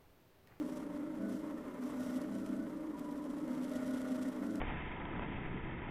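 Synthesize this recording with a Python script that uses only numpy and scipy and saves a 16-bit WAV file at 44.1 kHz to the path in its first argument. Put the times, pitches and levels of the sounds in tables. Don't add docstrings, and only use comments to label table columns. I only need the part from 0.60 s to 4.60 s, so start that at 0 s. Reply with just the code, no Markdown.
import sys
import numpy as np
from scipy import signal
from scipy.fft import rfft, irfft, next_fast_len
from scipy.io import wavfile
from scipy.ndimage import map_coordinates

SR = 44100
rng = np.random.default_rng(int(sys.argv[2]) if len(sys.argv) > 2 else 0)


def master_out(mix):
    frames = np.transpose(np.atleast_2d(mix))
    ceiling = np.clip(frames, -1, 1)
    pcm = np.round(ceiling * 32767).astype(np.int16)
    wavfile.write(sys.argv[1], SR, pcm)


N = 176400

STEP_HZ, CYCLE_HZ = 112.94, 28.34
LOW_HZ, MID_HZ, HIGH_HZ = 253.6, 291.1, 313
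RAMP_S = 0.036


def amp(db):
    return 10 ** (np.asarray(db) / 20)


def unit(x):
    return x / np.sqrt(np.mean(x ** 2) + 1e-20)


def clock():
    return np.arange(N) / SR


def curves(rows):
    s, *cols = np.transpose(rows)
    return [np.interp(clock(), s, c) for c in cols]


def wobble(rate):
    coarse = map_coordinates(rng.standard_normal(1024), [clock()[::40] * rate + 2], mode="mirror")
    return np.interp(clock(), clock()[::40], coarse)


def filtered(x, response):
    m = next_fast_len(N + SR // 2)
    return irfft(rfft(x, m) * response(np.fft.rfftfreq(m, 1 / SR)), m)[:N]


def coloured(x, points):
    f, db = np.transpose(points)
    return unit(filtered(x, lambda hz: amp(np.interp(np.log(hz + 1), np.log(f + 1), db))))


def phase_of(hz, stray, rate):
    return 2 * np.pi * (np.cumsum(hz * np.ones(N)) / SR + rng.random()) + stray * wobble(rate)


def resonance(f, hz, width):
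    return 1j * f * width / (hz * hz - f * f + 1j * f * width)


def gate(moves):
    t = clock()
    return sum(amp(db) * np.clip(np.minimum(t - start, end - t) / RAMP_S + .5, 0, 1)
               for start, end, db in moves)


# f/Hz, relative level/dB
ROOM_COLOUR = [(20, -1), (90, -5.5), (160, 1.5), (400, -14), (2000, -31), (12000, -35.5)]

def background(hum_hz=58.6):
    hum = np.sqrt(2) * np.sin(phase_of(hum_hz, stray=0.66, rate=6.6))
    rumble = coloured(rng.standard_normal(N), ROOM_COLOUR)
    return amp(-62) * rumble + amp(-71) * hum


# t/s, relative level/dB
PLASTIC_TICKS = [(.695, -55), (1.237, -52), (1.616, -49.5), (1.862, -49), (3.095, -54.5), (3.135, -51),
                 (3.31, -50.5), (3.416, -51), (3.452, -60), (3.956, -48.5)]
# f/Hz, relative level/dB
PLASTIC_COLOUR = [(1500, -2), (5500, -3), (11500, -3), (14000, -16)]
# t/s, starting level/dB
DRY_CLICKS = [(2.394, -51.5)]

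def ticking(fade_s=0.022):
    t = clock()
    def bursts(rows):
        return sum((t >= s) * amp(db - 60 * np.clip((t - s) / fade_s, 0, 2)) for s, db in rows)
    ticks = amp(-3) * bursts(PLASTIC_TICKS) * coloured(rng.standard_normal(N), PLASTIC_COLOUR)
    return ticks + bursts(DRY_CLICKS) * rng.standard_normal(N)


# t/s, relative level/dB
CARRIAGE_SCUFFS = [(.172, -61), (.72, -78), (.755, -70), (1.408, -64.5), (1.492, -66), (1.567, -59.5),
                   (2.388, -69), (2.448, -68.5), (2.518, -67.5), (2.577, -66.5), (2.64, -70.5),
                   (2.708, -67.5), (2.925, -69.5), (3.04, -61.5), (3.164, -58), (3.232, -67), (3.345, -62),
                   (3.38, -64), (3.522, -61.5), (3.557, -63), (3.626, -59.5), (3.682, -62)]

def scuffing(width_s):
    t = clock()
    return sum(amp(db) * np.exp(-.5 * ((t - s) / width_s) ** 2) for s, db in CARRIAGE_SCUFFS)


# t/s, relative level/dB
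PAPER_LEVELS = [(0, -67.5), (.5, -76), (.74, -69.5), (1.05, -77.5), (1.42, -66), (1.645, -72), (1.82, -67),
                (2.22, -76), (2.95, -70.5), (3.34, -65), (3.6, -65.5), (3.76, -70.5), (4, -68.5)]
# f/Hz, relative level/dB
PAPER_COLOUR = [(1500, -21), (2500, -4.5), (3200, 0), (4400, -7), (5750, -3), (6600, -7), (7600, -4),
                (9200, -7), (11700, -7.5), (15000, -28)]
# start t/s, end t/s, level/dB
PLASTIC_SCRAPES = [(.03, .19, -72.5), (.68, .79, -69), (1.21, 1.3, -68), (1.37, 1.58, -66.5),
                   (1.74, 1.88, -79)]
# f/Hz, relative level/dB
SCRAPING_COLOUR = [(2500, -14), (4700, -10), (5600, -5), (6500, -9.5), (12000, -12.5)]

def carriage(throb, grains_per_s=480):
    shake = throb + 0.23 * np.sin(phase_of(LOW_HZ, stray=0.29, rate=13))
    grains = (rng.random(N) < grains_per_s / SR) * rng.uniform(-0.8, 1, N)
    grit = amp(-3) * coloured(grains, PAPER_COLOUR)
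    hiss = amp(-1.5) * coloured(rng.standard_normal(N), PAPER_COLOUR)
    sliding = shake * amp(curves(PAPER_LEVELS)[0] + 1.7 * wobble(29.93))
    drag = np.hypot(sliding, scuffing(width_s=0.0094))
    scrapes = gate(PLASTIC_SCRAPES) * coloured(rng.standard_normal(N), SCRAPING_COLOUR)
    return drag * (hiss + grit) + shake * scrapes


def step_kicks(scatter_steps=.25):
    timing, push = rng.standard_normal((1200, 2)).T
    steps = np.arange(len(timing)) / 2 + scatter_steps * timing
    at = (steps / STEP_HZ * SR).astype(int)
    inside = (at >= 0) & (at < N)
    return np.bincount(at[inside], np.sign(push[inside]), N)


# f/Hz, width/Hz, relative level/dB
FRAME_RINGS = [(175, 20, -4), (255, 48.5, 0), (295.7, 46, -1.5), (400, 80, -16), (592, 63, -13.5)]

def frame_thrum(kicks):
    def frame(f):
        rings = sum((-1) ** k * amp(db) * resonance(f, hz, width)
                    for k, (hz, width, db) in enumerate(FRAME_RINGS))
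        return rings * f ** 4 / (f ** 4 + 150 ** 4) / (1 + (f / 900) ** 4)
    return amp(-47.5) * unit(filtered(kicks, frame))


# t/s, relative level/dB
CASING_LEVELS = [(0.05, -56.5), (0.6, -60.5), (1.1, -58), (1.5, -56), (1.8, -59), (2.5, -59.5), (2.85, -57),
                 (4, -58)]
# f/Hz, relative level/dB
CASING_COLOUR = [(240, -35), (360, -8.5), (430, -4), (545, -8.5), (605, 2), (680, -10), (950, -8),
                 (1200, -10), (1600, -25), (3000, -45.5)]
# t/s, relative level/dB
GEAR_LEVELS = [(0.05, -65.5), (0.95, -65.5), (1.55, -63.5), (1.7, -65.0), (2.6, -67.5), (3.0, -63),
               (3.5, -62.5), (4, -64)]
# f/Hz, relative level/dB
GEAR_COLOUR = [(900, -13.5), (1400, 0.5), (1620, -3.5), (2050, -1.5), (2600, -12.5), (3400, -16),
               (6000, -26)]

def casings_and_gears(kicks, fade_s=0.3):
    ring = rng.standard_normal(SR // 4) * amp(-60 * clock()[:SR // 4] / fade_s)
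    chatter = unit(signal.fftconvolve(kicks, ring)[:N]) + rng.standard_normal(N)
    buzz = amp(curves(CASING_LEVELS)[0] + 3.5) * coloured(chatter, CASING_COLOUR)
    shifted = np.roll(chatter, SR)
    rasp = amp(curves(GEAR_LEVELS)[0] + 2.5) * coloured(shifted, GEAR_COLOUR)
    return buzz + rasp


def motor_chord(moves, tones, stray, flutter_db, rough_hz=1580):
    def tone(hz):
        rough = .5 * hz / rough_hz
        flicker = 1 + rough * wobble(70)
        phase = phase_of(hz, stray, rate=16) + rough * wobble(110)
        return unit(flicker * np.sin(phase))
    return gate(moves) * sum(amp(db + flutter_db * wobble(24.9)) * tone(hz) for hz, db in tones)


# start t/s, end t/s, relative level/dB
TURN_TIMES = [(1.03, 1.19, -5), (2.24, 2.7, -3)]
# f/Hz, relative level/dB
TURN_TONES = [(360, -58), (979, -62.5)]

def turning(kicks, judder):
    grainy = unit(filtered(kicks, lambda f: resonance(f, hz=1050, width=280) ** 2))
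    whirr = amp(-61) * gate(TURN_TIMES) * judder * grainy
    return whirr + motor_chord(TURN_TIMES, TURN_TONES, stray=0.68, flutter_db=6)


# start t/s, end t/s, relative level/dB
SLOW_TIMES = [(.08, .58, -5), (.78, 1.0, -4), (2.07, 2.32, -5), (2.75, 3.1, -2.5)]
# f/Hz, relative level/dB
SLOW_TONES = [(159, -59.5), (216, -58), (234, -67.5), (535, -56.5), (596, -58), (923, -64)]
# start t/s, end t/s, relative level/dB
LOADED_TIMES = [(1.37, 1.63, -2.5), (3.11, 3.69, -0.5)]
# f/Hz, relative level/dB
LOADED_TONES = [(113, -64), (196.5, -55), (226, -53), (265.5, -49.5), (481, -67), (510, -58.5), (594, -56),
                (622.5, -54.5), (765, -66.5), (1222, -73), (1340, -68.5), (1453, -62), (1847, -68.5),
                (1960, -73)]
# start t/s, end t/s, relative level/dB
FAST_TIMES = [(.595, .775, -1), (1.68, 2.06, -2), (3.8, 4.05, -0.5)]
# multiple of CYCLE_HZ, relative level/dB
FAST_MULTIPLES = [(4, -61.5), (7, -46), (8, -50.5), (10, -49.5), (14, -62.5), (15, -58), (19, -56.5),
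                  (22, -62.5), (23, -58.5), (49, -68.5), (52.5, -65)]

def motor_moves():
    slow = motor_chord(SLOW_TIMES, SLOW_TONES, stray=0.72, flutter_db=2.5)
    loaded = motor_chord(LOADED_TIMES, LOADED_TONES, stray=0.41, flutter_db=2)
    fast_tones = [(k * CYCLE_HZ, db) for k, db in FAST_MULTIPLES]
    fast = motor_chord(FAST_TIMES, fast_tones, stray=0.16, flutter_db=2)
    return slow + loaded + fast


# t/s, level/dB
LOW_LEVELS = [(0, -50), (0.3, -57), (0.53, -61), (0.77, -44), (0.87, -68), (1.1, -56), (1.24, -37),
              (1.32, -52), (1.41, -38), (1.59, -43.5), (1.66, -48.5), (2.0, -44.5), (2.1, -62),
              (2.3, -60.5), (2.75, -50.5), (2.88, -45), (3.35, -40.5), (3.68, -43.5), (3.76, -46.5),
              (4, -47)]
MID_LEVELS = [(0, -37.5), (0.1, -54), (0.43, -42), (0.6, -73), (0.9, -44), (1.03, -59), (1.2, -47),
              (1.9, -58.5), (2.2, -47), (2.45, -48), (2.83, -45), (3.0, -49.0), (4, -51.5)]
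HIGH_LEVELS = [(0, -46.5), (0.4, -51.5), (0.5, -47), (0.95, -48), (1.08, -62), (1.55, -54.5), (1.7, -46),
               (2.3, -47.5), (2.48, -67), (2.85, -43.5), (3.25, -68), (3.7, -55), (4, -44.5)]

def motor_drones(wander_hz=1.334):
    def tone(hz, levels, stray, flutter_db, swell=0):
        phase = phase_of(hz + wander_hz * wobble(3.7), stray, rate=30)
        flutter = amp(flutter_db * wobble(25.986))
        return (amp(curves(levels)[0]) + swell) * unit(flutter * np.sin(phase))
    jolts = amp(20) * scuffing(width_s=0.0099)
    low = tone(LOW_HZ, LOW_LEVELS, stray=0.33, flutter_db=2, swell=jolts)
    mid = tone(MID_HZ, MID_LEVELS, stray=0.63, flutter_db=0)
    high = tone(HIGH_HZ, HIGH_LEVELS, stray=0.39, flutter_db=1.9)
    return low + mid + high


def scene():
    throb = 1 + 0.17 * np.sin(phase_of(CYCLE_HZ, stray=0.93, rate=6.8))
    motors = throb * motor_drones() + motor_moves()
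    kicks = step_kicks()
    judder = throb * amp(1.23 * wobble(45))
    steps = throb * frame_thrum(kicks) + judder * casings_and_gears(kicks)
    return (background() + ticking() + carriage(throb) + steps + turning(kicks, judder) + motors)[None]


def record(dry):
    return filtered(dry[0], lambda hz: hz < 15250)[None]


dry = scene()
out = record(dry)
master_out(out)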